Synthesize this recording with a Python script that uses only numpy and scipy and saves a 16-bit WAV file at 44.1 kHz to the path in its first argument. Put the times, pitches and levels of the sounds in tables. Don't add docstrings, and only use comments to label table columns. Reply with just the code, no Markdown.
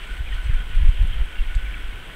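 import sys
import numpy as np
from scipy import signal
from scipy.fft import rfft, irfft, next_fast_len
from scipy.io import wavfile
from scipy.ndimage import uniform_filter1d, map_coordinates

SR = 44100
rng = np.random.default_rng(int(sys.argv[2]) if len(sys.argv) > 2 else 0)


def bounce(signal):
    frames = np.transpose(np.atleast_2d(signal))
    limited = np.clip(frames, -1, 1)
    pcm = np.round(limited * 32767).astype(np.int16)
    wavfile.write(sys.argv[1], SR, pcm)


def magnitude_from_level(level_db):
    exponent = np.asarray(level_db, float) / 20
    return 10 ** exponent


N = 94815
TIME = np.arange(N) / SR

# [t/s, level/dB]
GUST_STRENGTH = [(0, -36), (.12, -31.5), (.33, -17.5), (.43, -22.5), (.54, -12.5), (.68, -25), (.81, -9.5),
                 (.885, -6.5), (.93, -27.5), (1.02, -10.5), (1.14, -18.5), (1.21, -11.5), (1.33, -31),
                 (1.41, -17), (1.52, -24), (1.57, -20.5), (1.87, -26), (2.15, -37)]
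# [f/Hz, density/dB]
THUD_SPECTRUM = [(9, 10), (14, 0.5), (22, 4), (34, -1), (50, -12.5), (70, -44), (110, -44)]
# [f/Hz, density/dB]
FLUTTER_SPECTRUM = [(30, -15), (50, 4.5), (80, -12.5), (120, -29.5), (200, -32), (300, -43)]
# [t/s, peak level/dB, f/Hz]
ROLLING_EDDIES = [(0.036, -30, 29.6), (0.087, -27.5, 31.2), (0.128, -21, 33.7), (.25, -25, 28.5),
                  (0.949, -19.5, 36), (0.216, -19.5, 41), (0.301, -21.5, 32.4), (.34, -20.5, 33),
                  (.39, -18.5, 26), (0.461, -20, 42.5), (0.538, -11.5, 26), (0.598, -32, 29.7),
                  (0.781, -9.5, 25.3), (0.816, -8, 39), (0.868, -8, 27), (0.906, -12.5, 29.7),
                  (1.025, -10, 34.6), (1.089, -14.5, 28.1), (1.18, -18, 34), (1.224, -16, 36),
                  (1.409, -11.5, 28), (1.478, -16.5, 28), (1.571, -14, 33.3), (1.628, -24.5, 34.6),
                  (1.7, -20.5, 36.3), (1.851, -22, 28.4), (1.89, -20.5, 31.5), (2.069, -30.5, 31.2)]
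# [t/s, peak level/dB, f/Hz]
BURSTING_EDDIES = [(.2, -21.5, 65), (0.071, -42, 69.6), (0.111, -34, 74), (0.34, -23.5, 59.7),
                   (0.452, -20, 54.6), (0.493, -13.5, 79.6), (0.6, -29, 129), (0.69, -34.5, 87),
                   (0.832, -22, 102), (0.881, -12, 68.5), (0.991, -26.5, 85), (1.015, -11.5, 55.8),
                   (1.046, -27.5, 125), (1.092, -22, 68), (1.161, -30, 84), (1.21, -25.5, 62),
                   (1.402, -24, 67.6), (1.558, -18.5, 66), (1.939, -30, 65)]
# [f/Hz, density/dB]
SURF_SPECTRUM = [(59, -39), (100, -0.5), (279, -7), (402, -8), (618, -10.5), (683, -9), (1400, -15),
                 (1820, -37), (3080, -120)]
# [t/s, level/dB]
CHORUS_LEVEL = [(0.0, -39), (0.23, -42), (0.35, -38), (0.39, -41), (0.62, -40), (0.63, -44), (.7, -42),
                (.78, -40), (1.12, -40.5), (1.2, -41), (1.31, -42), (1.71, -40.5), (2.15, -42.5)]
# [f/Hz, density/dB]
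VOICE_SPECTRUM = [(800, -61), (1150, -22.5), (1350, -3.5), (1700, -2), (3100, -3), (3500, -7.5),
                  (4200, -18), (6500, -38)]
# [f/Hz, width/Hz, lift/dB]
THROAT_RESONANCES = [(988, 253, 33), (2230, 95, 3.5), (3200, 650, 5)]
# [t/s, level/dB]
MURMUR_LEVEL = [(0, -61), (.1, -46.5), (.23, -48), (.27, -52.5), (.34, -43.5), (.52, -49), (.61, -42.5),
                (.66, -54.5), (.73, -42.5), (.8, -65), (.95, -51.5), (1.12, -55), (1.2, -43.5), (1.35, -50),
                (1.4, -54), (1.53, -45), (1.65, -49.5), (2.15, -50.5)]
# [multiple of the motor's rate, rms level/dB]
MOTOR_ORDERS = [(7, -69), (14, -90), (19, -85), (20, -84), (22, -79), (23, -84), (24, -83)]
# [f/Hz, rms level/dB]
WHINE_TONES = [(11472, -74)]
# [f/Hz, density/dB]
CASE_SPECTRUM = [(3500, 11), (5200, -13), (7300, -11), (7700, 6.5), (8300, 5.5), (8600, 0), (9600, 5),
                 (10000, -4)]
# [t/s, peak level/dB, f/Hz, length/s]
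SINGLE_CALLS = [(0.059, -44, 2230, .015), (0.274, -39, 2430, 0.027), (0.332, -42, 2900, 0.011),
                (0.337, -38, 3200, 0.018), (0.328, -36.5, 1880, 0.014), (0.377, -47, 2330, 0.012),
                (0.366, -44, 3200, 0.024), (0.028, -47, 2970, 0.046), (.1, -52, 3200, 0.032),
                (0.506, -43, 1766, 0.019), (0.554, -40, 2380, 0.012), (0.604, -39.5, 3200, 0.016),
                (1.101, -43, 3200, 0.045), (1.132, -32.5, 3190, 0.014), (1.201, -41.5, 3190, 0.022),
                (1.392, -42, 2750, 0.039), (1.454, -35, 2770, .008), (1.456, -36.5, 2400, 0.007),
                (1.647, -48, 2120, .014), (1.66, -42, 2360, .014), (1.728, -48, 2200, 0.0099),
                (1.18, -44, 3120, 0.023), (1.435, -46, 2950, .014), (1.542, -44, 2950, 0.011),
                (1.661, -37, 2340, 0.021), (1.674, -36, 2200, 0.012), (1.682, -40, 2020, .01),
                (1.711, -40, 2230, 0.0076), (1.743, -37.5, 2315, 0.023), (1.745, -39, 2700, 0.0095),
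                (1.766, -36.5, 1480, 0.014), (1.352, -40.5, 1467, 0.029), (1.792, -45, 3300, 0.01),
                (1.776, -46, 2325, 0.02), (1.93, -39, 2200, .015)]
# [t/s, length/s, level/dB]
GRASS_RUSTLES = [(0.045, 0.048, -56), (0.128, 0.083, -55.5), (0.176, 0.041, -57), (0.317, .03, -59),
                 (0.345, 0.03, -52), (0.367, .02, -54), (0.384, .02, -57), (0.442, 0.035, -53.5),
                 (.47, 0.044, -56), (0.542, 0.022, -53.5), (0.645, .02, -65), (0.757, .03, -52.5),
                 (.895, .03, -55.5), (.945, 0.011, -56), (1.025, .02, -54)]
# [f/Hz, density/dB]
GRASS_SPECTRUM = [(2500, -12), (4200, -7), (5200, -18), (6200, -13), (7200, -23), (8000, -6), (9000, -15),
                  (11000, -26)]
# [t/s, peak level/dB, f/Hz, rebound level/dB, knock level/dB]
STEM_SNAPS = [
    (.0728, -33, 8350, -11, -9),
    (1.0733, -33.5, 8500, -9, -14),
    (1.5507, -29.5, 7900, -4.5, .5),
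]
# [ratio to the snap's f, level/dB]
STEM_MODES = [(.86, -4), (1, 0), (1.045, -4), (1.18, -8)]
KNOCK_MODES = 3940, 4400


def unit(x):
    return x / np.sqrt(np.mean(x ** 2) + 1e-20)


def colour(points, hz):
    f, db = np.transpose(points)
    return magnitude_from_level(np.interp(np.log(hz + 1), np.log(f + 1), db, -120, -120))


def curve(rows):
    return np.interp(TIME, *np.transpose(rows))


def wobble(rate):
    return map_coordinates(rng.standard_normal(1200), [np.clip(TIME * rate, 0, 1199)])


def filtered(x, response):
    size = next_fast_len(N + 8192)
    hz = np.fft.rfftfreq(size, 1 / SR)
    return irfft(rfft(x, size) * response(hz), size)[:N]


def rush(spectrum, patchy_db):
    z = signal.stft(rng.standard_normal(N), nperseg=512)[2]
    patches = uniform_filter1d(rng.standard_normal(z.shape), size=5, axis=0)
    patches = uniform_filter1d(patches, size=8, axis=1)
    x = signal.istft(z * magnitude_from_level(patchy_db * unit(patches)), nperseg=512)[1][:N]
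    return unit(filtered(x, spectrum))


def envelope(x, size):
    return uniform_filter1d(abs(signal.hilbert(x)), size)


def steady(x, size):
    evenness = .85
    return unit(x / (envelope(x, size) + .1) ** evenness)


def bump(s, length):
    return np.exp(-8 * ((TIME - s) / length) ** 2)


def eddies(rows, cycles, delay_cycles):
    out = np.zeros(N)
    for s, db, hz in rows:
        phase = rng.uniform(0, 2 * np.pi)
        swell = bump(s + delay_cycles / hz, cycles / hz)
        out += magnitude_from_level(db) * swell * np.sin(2 * np.pi * hz * (TIME - s) + phase)
    return out


def wind():
    strength_db = curve(GUST_STRENGTH)
    mean_db = strength_db.mean()
    thud = steady(rush(lambda hz: colour(THUD_SPECTRUM, hz), patchy_db=0), size=600)
    flutter = steady(rush(lambda hz: colour(FLUTTER_SPECTRUM, hz), patchy_db=0), size=1200)
    thud_db = strength_db - 5
    flutter_db = mean_db - 13 + 0.84 * (strength_db - mean_db)
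    lumps = eddies(ROLLING_EDDIES, cycles=1.8, delay_cycles=0)
    slaps = eddies(BURSTING_EDDIES, cycles=1.22, delay_cycles=0.61)
    return lumps + magnitude_from_level(thud_db) * thud + magnitude_from_level(flutter_db) * flutter + slaps


def surf():
    level_db = -48.5 + 0.51 * wobble(2.8)
    return magnitude_from_level(level_db) * rush(lambda hz: colour(SURF_SPECTRUM, hz), patchy_db=1.2)


def bird_voice(hz):
    lift_db = sum(db / (1 + (2 * (hz - c) / width) ** 2) for c, width, db in THROAT_RESONANCES)
    return colour(VOICE_SPECTRUM, hz) * magnitude_from_level(lift_db)


def colony():
    count, croak_share = 220, .36
    roll_hz, croak_s, spread_db = 33, .16, 1.5
    draws = rng.standard_normal((count, 4))
    t = np.arange(SR // 4) / SR
    starts = rng.integers(0, N + len(t), count)
    roll = roll_hz * np.exp(0.22 * draws[:, :1]) * t
    pulses = np.exp(-5 * (roll % 1))
    lengths = croak_s * np.exp(0.59 * draws[:, 1:2])
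    arch = np.sin(np.pi * np.clip(t / lengths, 0, 1))
    pitch = 2150 * np.exp(.43 * np.tanh(draws[:, 2:3]))
    rasp = uniform_filter1d(rng.standard_normal(roll.shape), size=50, axis=1)
    tone = np.sin(2 * np.pi * pitch * t * (1 - .1 * t))
    calls = magnitude_from_level(spread_db * draws[:, 3:4]) * arch * pulses * rasp * tone
    where = starts[:, None] + np.arange(len(t))
    croaks = np.bincount(where.ravel(), calls.ravel(), N + 2 * len(t))[len(t):][:N]
    croaks = unit(filtered(croaks, lambda hz: np.sqrt(bird_voice(hz))))
    blur = rush(bird_voice, patchy_db=0.5)
    chorus = np.sqrt(1 - croak_share) * blur + np.sqrt(croak_share) * croaks
    return magnitude_from_level(curve(CHORUS_LEVEL) - 1) * chorus


def murmur():
    centre_hz, width_hz = 1490, 72
    band = rush(lambda hz: 1 / (1 + (2 * (hz - centre_hz) / width_hz) ** 2), patchy_db=5.5)
    note = unit(band / envelope(band, 900) ** .5)
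    return magnitude_from_level(curve(MURMUR_LEVEL) - 1) * note


def machine_tone(hz, db):
    level = np.sqrt(2) * magnitude_from_level(db + .6 * wobble(5))
    return level * np.sin(2 * np.pi * hz * TIME + .3 * wobble(4))


def camera():
    motor_hz, preamp_hz = 401.1, 9100
    motor = sum(machine_tone(k * motor_hz, db) for k, db in MOTOR_ORDERS)
    whine = sum(machine_tone(hz, db) for hz, db in WHINE_TONES)
    case = magnitude_from_level(-62 + 0.26 * wobble(9)) * rush(lambda hz: colour(CASE_SPECTRUM, hz), patchy_db=0.3)
    preamp = rush(lambda hz: (hz > 900) / np.sqrt(1 + (hz / preamp_hz) ** 2), patchy_db=0.5)
    return motor + whine + case + magnitude_from_level(-58) * preamp


def near_calls():
    sag = 0.6
    calls = np.zeros(N)
    for s, db, hz, length in SINGLE_CALLS:
        t = TIME - s
        calls += magnitude_from_level(db) * bump(s, length) * np.sin(2 * np.pi * hz * t * (1 - sag * t))
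    return calls * (1 + .45 * wobble(500))


def grass():
    swells = sum(magnitude_from_level(db) * bump(s, length) for s, length, db in GRASS_RUSTLES)
    grains = magnitude_from_level(1.2 * wobble(150))
    hiss = rush(lambda hz: colour(GRASS_SPECTRUM, hz), patchy_db=1.5)
    return swells * unit(grains * hiss)


def stems():
    t60_s, rise_s, rebound_s = .0075, .0004, .0047
    sag = .98
    out, t = np.zeros(N), TIME[:SR // 50]
    for s, db, hz, rebound_db, knock_db in STEM_SNAPS:
        for k in range(3):
            modes = [(ratio * hz * sag ** k, level) for ratio, level in STEM_MODES]
            modes += [(f, knock_db) for f in KNOCK_MODES]
            ring = sum(magnitude_from_level(level) * np.sin(2 * np.pi * f * t) for f, level in modes) / 2
            fall = magnitude_from_level(db + k * rebound_db - 60 * t / t60_s) * (1 - np.exp(-t / rise_s))
            out[round((s + k * rebound_s) * SR):][:len(t)] += fall * ring
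    return out


def scene():
    birds = colony() + murmur() + near_calls()
    return (wind() + surf() + birds + camera() + grass() + stems())[None]


def band_limit(x):
    return signal.sosfilt(signal.butter(12, 16700, fs=SR, output="sos"), x)


def record(dry):
    low_cut_hz, top_hz = 6, 15730
    mix = filtered(dry[0], lambda hz: (hz < top_hz) * hz ** 2 / (hz ** 2 + low_cut_hz ** 2))
    return band_limit(mix[None])


dry = scene()
out = record(dry)
bounce(out)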